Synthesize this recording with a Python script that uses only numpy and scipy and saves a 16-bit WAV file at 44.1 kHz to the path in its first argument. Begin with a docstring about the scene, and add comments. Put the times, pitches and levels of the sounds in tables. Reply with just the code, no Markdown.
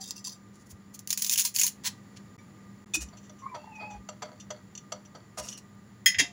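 """Dry spaghetti rattles off a china plate, is snapped in half over a steel pot and swishes into the water.
A glass oil bottle tinks. A fork dips in, knocks on the bottom of the pot and squeals as its tines stick
and slip; then it is laid on the plate, tines first, and both ring. Dull thuds accompany pasta and fork.
Under it all lie the low rush of a gas ring and the steady hum of a small kitchen.
Twice the sound cuts out for an instant."""
import sys
import numpy as np
from scipy import signal
from scipy.fft import rfft, irfft
from scipy.io import wavfile
from scipy.ndimage import uniform_filter1d

SR = 44100
rng = np.random.default_rng(int(sys.argv[2]) if len(sys.argv) > 2 else 0)


def wav_out(sig):
    """Save sig, one row per channel (or a flat mono array), as 16-bit PCM at SR to the path in sys.argv[1]."""
    wavfile.write(sys.argv[1], SR, np.round(np.clip(np.atleast_2d(sig).T, -1, 1) * 32767).astype(np.int16))


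N = 278967
TIME = np.arange(N) / SR

# The hand sweeps strands over the plate. Each row: start in seconds, length in seconds, level in dB.
SWEEPS = [(0.0, 0.084, -42), (.15, 0.029, -44), (.235, 0.052, -37.5), (.312, 0.015, -45.5)]
# Strand ends tap the plate. Each row: start in seconds, level in dB.
PLATE_TAPS = [(0.108, -13.5), (0.166, -28), (.272, -20)]
# Tone of strands on china. Each row: frequency in Hz, level in dB.
GATHER_COLOUR = [(410, -67), (700, -23), (1020, -3.5), (1280, -28), (1800, -34), (2220, -52), (2630, -15.5),
                 (6070, 8.5), (7790, -28), (8100, -40), (10900, -5), (12000, -25), (16000, -1)]
# The china plate ringing freely. Each row: pitch in Hz, level in dB, t60 in seconds.
PLATE_MODES = [(706.5, -48.5, 1), (1045, -66, 0.22), (1850, -20.5, 0.12), (1980, -29, 0.064),
               (2680, -31, 0.22), (2723, -22, 0.14), (3277, -28.5, 0.17), (3700, -27.5, 0.16),
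               (3887, -32, 0.12), (4730, -26.5, 0.16), (4930, -21, 0.083), (5180, -30.5, 0.17),
               (6180, -35, 0.18), (6010, -28.5, 0.16), (6770, -25, 0.1), (7000, -54, .16),
               (7470, -23.5, 0.14), (8950, -29.5, 0.097), (9150, -35, 0.074), (10130, -26, 0.1),
               (10750, -19.5, 0.092), (11200, -30, .11)]
# Bundle and sleeve shift. Each row: peak time in seconds, level in dB, half-width in seconds, cutoff in Hz.
RUSTLES = [(0.554, -60, 0.019, 9000), (0.613, -60, 0.021, 9000), (0.67, -61, 0.0097, 14000),
           (0.711, -50.5, 0.013, 17000), (.95, -45.5, 0.01, 17000), (2.173, -35.5, 0.0085, 3270)]
# A low ring and a clack of the plate, then dull thuds and a plop.
# Each row: peak time in seconds, pitch in Hz, level in dB, half-width in seconds.
LOW_ACCENTS = [(0.01, 770, -51.5, 0.028), (0.278, 1020, -47.5, 0.0066), (0.738, 95, -43, 0.01),
               (2.979, 315, -36, 0.013), (3.029, 64, -38, 0.04), (3.982, 61, -45.5, 0.036),
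               (5.424, 70.5, -49, 0.026), (6.184, 86.6, -41, 0.012), (6.205, 150, -40.5, 0.015),
               (6.226, 279, -33.5, 0.012)]
# Tone of the gas ring. Each row: frequency in Hz, level in dB.
GAS_COLOUR = [(15, -63), (25, -29.5), (114, -9), (166, -6.5), (200, -4.5), (229, -8), (677, -24),
              (863, -23), (1190, -24), (1290, -26.5), (1940, -25), (2550, -33.5), (6920, -37.5),
              (7920, -47.5), (16000, -53.5)]
# Noise bands in the kitchen hum. Each row: centre in Hz, width in Hz, rms level in dB.
HUM_BANDS = [(109.8, 36, -60), (198.3, 12, -63.5), (1207, 29, -69), (1933, 60, -74.5), (4580, 205, -83),
             (7070, 450, -73), (10350, 880, -82), (15250, 800, -81)]
# The background dips, swells and settles. Each row: time in seconds, gain in dB.
BACKGROUND_RIDE = [(1.0, -0.5), (1.15, -3.5), (1.62, -3), (1.8, 2), (4.3, 0)]
# Strands crack. Each row: start in seconds, level in dB, t60 of the shaken bundle in seconds.
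SNAPS = [(0.9913, -34.5, 0.032), (1.074, -23, 0.016), (1.1044, -17, 0.053), (1.128, -16.5, 0.038),
         (1.1751, -19, 0.038), (1.2216, -14.5, 0.033), (1.2456, -17.5, .028), (1.264, -21.5, 0.042),
         (1.2958, -12.5, .022), (1.3355, -17, .04), (1.358, -20, 0.033), (1.3768, -18, 0.052),
         (1.3867, -15, .04), (1.395, -13.5, .06), (1.4503, -17.5, .1), (1.562, -15.5, .034),
         (1.587, -16, 0.037), (1.5962, -17, 0.056), (1.6138, -13.5, .05), (1.6334, -15, .07),
         (1.6658, -14.5, .025), (1.677, -22, 0.032)]
# Tone of brittle pasta. Each row: frequency in Hz, level in dB.
SNAP_COLOUR = [(350, -97), (600, -32.5), (860, -31), (961, -22.5), (1320, -29.5), (1560, -20.5),
               (2800, -11), (3690, -13.5), (6980, 2), (8130, -12.5), (10400, -3.5), (13400, -18.5),
               (15200, 0), (15800, -13), (16500, -43)]
# The hands bend the bundle. Each row: start in seconds, length in seconds, level in dB.
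BENDS = [(1.08, 0.033, -41), (1.175, .11, -37), (1.295, 0.039, -26), (1.365, .055, -27), (1.43, 0.053, -36),
         (1.535, .15, -32.5)]
# Broken ends hit the water. Each row: peak time in seconds, level in dB.
PLOPS = [(1.454, -41.5), (1.646, -44.5)]
# The bundle goes under. Each row: start in seconds, length in seconds, level in dB.
PLUNGE = [(1.83, 0.049, -27)]
# Tone of the swish. Each row: frequency in Hz, level in dB.
PLUNGE_COLOUR = [(290, -59), (500, -25), (807, -16), (960, 1), (1260, -20), (1670, -2), (1980, -6),
                 (5630, -0.5), (7310, 1), (9220, -15.5), (10500, -3.5), (12300, -21), (16000, -4.5)]
# The glass oil bottle. Each row: pitch in Hz, level in dB, t60 in seconds.
BOTTLE_MODES = [(2290, -54, .14), (3560, -66, 0.11), (5770, -57, 0.08)]
# The fork sings on first touching the pot. Each row: pitch in Hz, level in dB, t60 in seconds.
DIP_MODES = [(2494, -27, 0.14), (2538, -27.5, 0.13), (3550, -29.5, 0.072), (5986, -33.5, 0.25),
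             (7150, -34.5, 0.27)]
# The fork rakes stiff strands. Each row: start in seconds, length in seconds, level in dB.
RAKES = [(2.933, 0.024, -26.5), (3.0, 0.031, -38), (5.368, 0.032, -37.5), (5.41, .13, -48),
         (5.568, 0.0098, -38.5)]
# Tone of the raking. Each row: frequency in Hz, level in dB.
RAKE_COLOUR = [(210, -46), (350, -3.5), (613, -7.5), (817, -8), (914, -11), (1850, -8), (2270, -20),
               (2460, -6), (3180, -13.5), (5660, 6), (10100, -5), (12800, -14.5), (16000, -14)]
# Tines graze the pot wall. Each row: start in seconds, level in dB, t60 of the contact in seconds.
GRAZES = [(3.085, -50.5, 0.031), (3.168, -45.5, 0.07), (3.225, -49.5, 0.15), (3.382, -51, 0.12),
          (3.751, -52, .07), (3.899, -44, .12), (4.398, -38.5, 0.069), (4.751, -36.5, 0.027),
          (4.7747, -37, 0.039), (5.05, -48.5, 0.049), (5.486, -30, 0.023), (5.526, -35, 0.024)]
# The fork prods the bottom. 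Each row: start in seconds, level in dB, t60 of the contact in seconds.
PRODS = [(3.127, -46, 0.087), (3.294, -48.5, 0.035), (3.544, -31.5, 0.071), (3.8, -35, 0.15),
         (4.0875, -34.5, 0.031), (4.2199, -27, 0.054), (4.5032, -30.5, 0.041), (4.9194, -30, 0.036),
         (5.148, -38.5, 0.064), (5.374, -29, 0.1)]
# The water-filled pot. Each row: centre in Hz, width in Hz, level in dB.
POT_RESONANCES = [(458, 81, -7.5), (518.5, 16, 0.5), (603.5, 12, 7.5), (695, 74, 0.5), (969, 50, -3),
                  (1254, 58, 0.5), (1600, 310, -14), (2126, 110, -10), (3290, 156, -14.5), (4550, 165, -9)]
# The wet fork. Each row: centre in Hz, width in Hz, level in dB.
TINE_RESONANCES = [(2850, 280, -5), (3617, 157, -7), (4344, 70, -3.5), (5220, 34, -3.5), (5785, 51, 5),
                   (5954, 188, 4.5), (6710, 185, -2.5), (7380, 82, 0), (10300, 180, -25),
                   (11320, 130, -20.5)]
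# The glides of two slipping tines. Each row: time in seconds, pitch in Hz, level in dB.
SQUEAL_LOW = [(3.42, 1040, -64), (3.438, 1078, -40), (3.508, 1060, -45.5), (3.552, 925, -40.5),
              (3.596, 893, -54.5), (3.664, 925, -42), (3.682, 892, -54), (3.958, 812, -45),
              (3.98, 820, -67)]
SQUEAL_HIGH = [(3.43, 2046, -67), (3.502, 2338, -58), (3.528, 2240, -77), (3.57, 2641, -65),
               (3.684, 2777, -67), (3.774, 2450, -47.5), (3.88, 2580, -50), (3.98, 2417, -65)]
# A tine sings up the pot wall. Each row: start in seconds, length in seconds, level in dB.
DRAW_OUT = [(5.39, 0.172, -58)]
# The fork lands on the plate. Each row: start in seconds, fork ring in dB, plate ring in dB,
# clatter in dB, t60 of the clatter in seconds, cutoff of the contact in Hz.
CLINKS = [(6.0598, -1, -23, -19.5, 0.059, 18000), (6.069, -18, -21, -26, 0.18, 14000),
          (6.1435, -17.5, -20, -23.5, 0.076, 2440), (6.185, -11.5, -12, -25, 0.19, 9100),
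          (6.1912, -15, -30, -21.5, 0.066, 7000), (6.195, -13.5, -3.5, -20, 0.077, 8500),
          (6.2014, -22, -33, -18, 0.037, 15200)]
# The steel fork. Each row: pitch in Hz, level in dB, t60 in seconds.
FORK_MODES = [(1543, -29.5, 0.11), (1852, -20, .11), (1966, -18.5, 0.19), (2020, -17, 0.17),
              (2453, -31.5, 0.22), (3173, -21, 0.16), (3248, -15.5, 0.1), (4400, -34, 0.097),
              (5147, -17, 0.19), (5220, -19.5, 0.14), (6562, -29, 0.073), (6685, -17.5, 0.17),
              (6900, -33, .11), (7340, -35, 0.14), (8520, -29, 0.12), (8670, -33.5, 0.095),
              (10420, -33, 0.12), (10430, -24, 0.11), (11200, -35, 0.12), (13360, -31.5, 0.067),
              (14388, -24, .09), (14965, -26, 0.086), (15600, -18, 0.074)]
# Tone of steel clattering on china. Each row: frequency in Hz, level in dB.
CLATTER_COLOUR = [(150, -10), (500, -3), (1200, -29.5), (1750, 6.5), (3200, 0), (4300, -5.5), (6600, 5),
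                  (8200, -17), (11200, -16), (12500, -25), (15000, -15), (16000, -24)]
# Brief silences. Each row: start in seconds, end in seconds.
SILENCES = [(2.366, 2.380), (2.845, 2.860)]


def from_db(db):
    """Decibels to gain."""
    return 10 ** (np.asarray(db) / 20)


def rms_one(x):
    """Scale to an rms of 1."""
    return x / np.sqrt(np.mean(x ** 2) + 1e-20)


def in_time(rows):
    """Each column of a curve at every sample."""
    s, *columns = np.transpose(rows)
    return [np.interp(TIME, s, c) for c in columns]


def drift(per_s):
    """A random wander with an rms of 1."""
    knots = rng.standard_normal(int(N / SR * per_s) + 2)
    return rms_one(np.interp(TIME * per_s, np.arange(len(knots)), knots))


def filtered(x, order, hz, kind="low"):
    """Butterworth EQ, low-pass by default: a softer contact holds less treble."""
    return signal.sosfilt(signal.butter(order, hz, kind, fs=SR, output="sos"), x)


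def coloured(x, spectrum, size=8192):
    """Minimum-phase EQ with the given curve and unit power gain."""
    hz, db = np.transpose(spectrum)
    grid = np.maximum(np.arange(size // 2 + 1) * SR / size, 1)
    cepstrum = irfft(np.log(from_db(np.interp(np.log(grid), np.log(hz), db))))
    cepstrum[1:size // 2] *= 2
    cepstrum[size // 2 + 1:] = 0
    response = irfft(np.exp(rfft(cepstrum)))
    return signal.fftconvolve(x, response / np.linalg.norm(response))[:N]


def resonate(x, hz, width_hz):
    """One resonance with a peak gain of 1."""
    r = np.exp(-np.pi * width_hz / SR)
    poles = [1, -2 * r * np.cos(2 * np.pi * hz / SR), r * r]
    return signal.lfilter(np.array([1, 0, -1]) * (1 - r * r) / 2, poles, x + 1e-18)


def body(x, resonances):
    """Resonances in parallel, with about unit power gain."""
    power = sum(from_db(db) ** 2 * np.pi * width / SR for hz, width, db in resonances)
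    bands = (from_db(db) * resonate(x, hz, width) for hz, width, db in resonances)
    return sum((-1) ** k * band for k, band in enumerate(bands)) / np.sqrt(power)


def ring(clicks, hz, t60):
    """A unit click rings a sine of height 1, which falls 60 dB in t60 seconds."""
    r, w = from_db(-60 / (t60 * SR)), 2 * np.pi * hz / SR
    return signal.lfilter([0, np.sin(w)], [1, -2 * r * np.cos(w), r * r], clicks + 1e-18)


def ringing(drive, modes):
    """All modes of an object, neighbours in opposite sign."""
    return sum((-1) ** k * from_db(db) * ring(drive, hz, t60) for k, (hz, db, t60) in enumerate(modes))


def placed(sounds):
    """Lay (start in seconds, sound) pairs along the timeline."""
    out = np.zeros(N)
    for s, sound in sounds:
        at = max(round(s * SR), 0)
        out[at:at + len(sound)] += sound[:N - at]
    return out


def strike(s, db=0):
    """One click on the timeline."""
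    return placed([(s, from_db(db) * np.ones(1))])


def burst(db, t60, rise_s=1e-5, size=12000):
    """A contact: noisy chatter that builds up and dies away."""
    t = np.arange(size) / SR
    return from_db(db - 60 * t / t60) * (1 - np.exp(-t / rise_s)) * rng.standard_normal(size)


def grains(per_s, spread_db, t60):
    """Random tiny contacts of uneven size, each a short chatter; rms 1."""
    sizes = from_db(spread_db * np.minimum(rng.exponential(1, N), 3))
    energy = (rng.random(N) < per_s / SR) * sizes ** 2
    energy = signal.lfilter([1], [1, -from_db(-120 / (t60 * SR))], energy + 1e-18)
    return rms_one(np.sqrt(energy) * rng.standard_normal(N))


def strokes(rows, attack_s, release_s):
    """Envelope of hand movements: each builds, holds, and falls 60 dB over the release."""
    envelope = 0
    for s, length, db in rows:
        attack = np.clip((TIME - s) / attack_s, 0, 1) ** 2
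        envelope += attack * from_db(db - 60 * np.maximum(TIME - s - length, 0) / release_s)
    return envelope


def swell(s, half_width):
    """A smooth rise and fall around a moment."""
    return np.exp(-((TIME - s) / half_width) ** 2)


def tone_pulse(s, hz, db, half_width):
    """A brief tone that swells and fades."""
    return from_db(db) * swell(s, half_width) * np.sin(2 * np.pi * hz * (TIME - s))


def gathering():
    """Strands rattle and tap over the china, which rings; the bundle rustles in the hands."""
    rattle = strokes(SWEEPS, attack_s=0.0092, release_s=0.11)
    rattle *= grains(per_s=750, spread_db=2.5, t60=0.0097)
    taps = sum(strike(s, db) for s, db in PLATE_TAPS)
    # light strands excite mostly the high modes
    drive = filtered(from_db(-4.5) * rattle + taps, 2, [4400, 8600], "band")
    plate = 0
    for hz, db, t60 in PLATE_MODES:
        reach = from_db(3.5 * drift(30))   # the contacts wander over each mode's nodes
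        plate += from_db(db) * ring(reach * drive, hz, t60 * 0.32)   # the hand damps the plate
    rustle = coloured(grains(per_s=1300, spread_db=4, t60=0.031), SNAP_COLOUR)
    hands = sum(from_db(db) * swell(s, width) * filtered(rustle, 2, hz) for s, db, width, hz in RUSTLES)
    return from_db(-5.5) * coloured(rattle + from_db(11) * taps, GATHER_COLOUR) + plate + hands


def background(gas_db=-55.5, hum_hz=199.9, hum_db=-56.5):
    """The bed: the gas ring's low rush and the kitchen's hum, a wavering tone among noise bands."""
    rush = from_db(gas_db) * coloured(rng.standard_normal(N), GAS_COLOUR)
    bands = 0
    for hz, width, db in HUM_BANDS:
        band = resonate(rng.standard_normal(N), hz, width)
        bands += from_db(db) * rms_one(resonate(band, hz, width))
    phase = 2 * np.pi * np.cumsum(hum_hz + 1.87 * drift(6)) / SR
    return rush + bands + from_db(hum_db) * np.sqrt(2) * np.sin(phase)


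def low_accents():
    """The plate rings low and clacks under the strands; dull thuds and a plop accompany pasta and fork."""
    return sum(tone_pulse(*accent) for accent in LOW_ACCENTS)


def snapping():
    """Strands splinter under strain and break in turn; each stub twangs at a pitch set by its length."""
    cracks = []
    for s, db, t60 in SNAPS:
        crack = burst(db, t60) + burst(db, t60=0.0041)   # the shaken bundle and the fracture itself
        stub_hz = np.clip(4200 * 2 ** rng.normal(0, 0.58), 1500, 14000)
        twang = resonate(crack, stub_hz, width_hz=396)
        cracks.append((s, from_db(-4.5) * crack + from_db(-0.5) * twang))
    strain = strokes(BENDS, attack_s=0.016, release_s=0.078)
    splinters = strain * grains(per_s=750, spread_db=2.5, t60=0.011)
    return coloured(placed(cracks) + splinters, SNAP_COLOUR)


def plunging():
    """A few ends plop in first, then the broken bundle hits the water with a short, dense swish."""
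    plops = sum(tone_pulse(s, hz=975, db=db, half_width=0.0061) for s, db in PLOPS)
    swish = strokes(PLUNGE, attack_s=0.029, release_s=0.041)
    swish *= grains(per_s=8100, spread_db=7.5, t60=0.016)
    return plops + coloured(swish, PLUNGE_COLOUR)


def bottle_tink():
    """One light tap rings the glass oil bottle."""
    return ringing(strike(2.387), BOTTLE_MODES)


def touch(db, t60):
    """Steel meets steel; a longer contact is a slide, with a gentler attack."""
    return burst(db, t60, rise_s=1.39 * t60 ** 2)


def stirring(hard_contact_s=0.037, rebound_s=0.04):
    """The fork rings as it enters and rakes the strands; each prod knocks, rebounds and drags."""
    dip = ringing(strike(2.937), DIP_MODES)
    rake = strokes(RAKES, attack_s=0.011, release_s=0.052)
    rake *= grains(per_s=1400, spread_db=3.5, t60=0.019)
    drags = [(s, t60, db - 26.5) for s, db, t60 in PRODS]
    rub = strokes(drags, attack_s=0.0067, release_s=0.48) * grains(per_s=260, spread_db=5.5, t60=0.0091)
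    knocks = []
    ticks = [(s, touch(db, t60)) for s, db, t60 in GRAZES]
    for s, db, t60 in PRODS:
        knocks.append((s, touch(db + 3.5, t60) + burst(db - 16.5, 0.19)))   # the pot shudders on
        knocks.append((s + rebound_s, touch(db - 13.5, t60)))
        loss_db = 17 * np.log2(max(t60 / hard_contact_s, 1))   # longer contacts ring the tines less
        ticks.append((s, touch(db - loss_db, t60)))
    blows = sum(strike(s, db + 14) for s, db, t60 in PRODS)
    pot = body(filtered(blows, 2, 2000) + placed(knocks) + rub, POT_RESONANCES)
    tines = body(from_db(4.5) * placed(ticks) + from_db(-16) * rub + from_db(-7) * rake, TINE_RESONANCES)
    return dip + from_db(-2) * coloured(rake, RAKE_COLOUR) + pot + tines


def squeal(hz, jitter, flutter_db, octave_db):
    """A tine sticks and slips on the steel: a thin, unsteady tone and its octave."""
    phase = 2 * np.pi * np.cumsum(hz * (1 + jitter * drift(500))) / SR
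    return from_db(flutter_db * drift(90)) * (np.sin(phase) + from_db(octave_db) * np.sin(2 * phase))


def slide(track, jitter, flutter_db):
    """A squeal that follows a curve of pitch and level."""
    hz, db = in_time(track)
    sliding = (TIME > track[0][0]) & (TIME < track[-1][0])
    return sliding * from_db(db) * squeal(hz, jitter, flutter_db, octave_db=-25)


def squealing():
    """Two tines squeal across the pot, the low one rougher; one sings, rising, on the way out."""
    low = slide(SQUEAL_LOW, jitter=0.0305, flutter_db=4.5)
    high = from_db(2.5) * slide(SQUEAL_HIGH, jitter=0.0144, flutter_db=2.5)
    s, length, _ = DRAW_OUT[0]
    rising_hz = 2790 + 81 * np.clip((TIME - s) / length, 0, 1)
    singing = squeal(rising_hz, jitter=0.035, flutter_db=4, octave_db=7.5)
    return low + high + strokes(DRAW_OUT, attack_s=0.012, release_s=0.05) * singing


def fork_on_plate():
    """The tines land, sing and bounce, then the handle drops and sets the china ringing."""
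    fork, plate, clatter = 0, 0, 0
    for s, fork_db, plate_db, clatter_db, t60, cutoff_hz in CLINKS:
        blow = placed([(s, filtered(signal.unit_impulse(256), 2, cutoff_hz))])
        fork += from_db(fork_db) * blow
        plate += from_db(plate_db) * blow
        clatter += placed([(s, filtered(burst(clatter_db, t60, rise_s=0.0011), 2, cutoff_hz))])
    # thin steel radiates no bass; only the heavy handle thuds through to the worktop
    steel = filtered(ringing(fork, FORK_MODES) + coloured(clatter, CLATTER_COLOUR), 4, 1400, "high")
    handle = placed([(6.192, burst(db=-23, t60=0.17, rise_s=0.0064))])
    thud = filtered(handle, 2, [120, 1000], "band")
    return steel + ringing(plate, PLATE_MODES) + thud


def kitchen(x, near_db=-10.5, tail_db=-17.5):
    """Quick reflections off the hob and wall, then a short, duller tail."""
    near = burst(0, t60=0.052)
    tail = filtered(burst(0, t60=0.19), 1, 6000)
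    echoes = placed([(0.004, from_db(near_db) * near / np.linalg.norm(near)),
                     (0.012, from_db(tail_db) * tail / np.linalg.norm(tail))])
    return x + signal.fftconvolve(x, echoes[:SR // 2])[:N]


def scene():
    """Pasta, bottle and fork sound in the kitchen, over dry low accents and the background bed."""
    pasta = gathering() + snapping() + plunging()
    sources = pasta + bottle_tink() + stirring() + squealing() + fork_on_plate()
    bed_gain = from_db(in_time(BACKGROUND_RIDE)[0])
    return (kitchen(sources) + low_accents() + bed_gain * background())[None]


def record(dry, cutoff_hz=16000):
    """The sound cuts out twice for an instant, and the very top is rolled off steeply."""
    silent = sum((TIME > start) & (TIME < end) for start, end in SILENCES)
    gate = uniform_filter1d(1. - silent, size=64)
    return signal.sosfilt(signal.ellip(10, 0.2, 80, cutoff_hz, fs=SR, output="sos"), dry * gate)


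dry = scene()
out = record(dry)
wav_out(out)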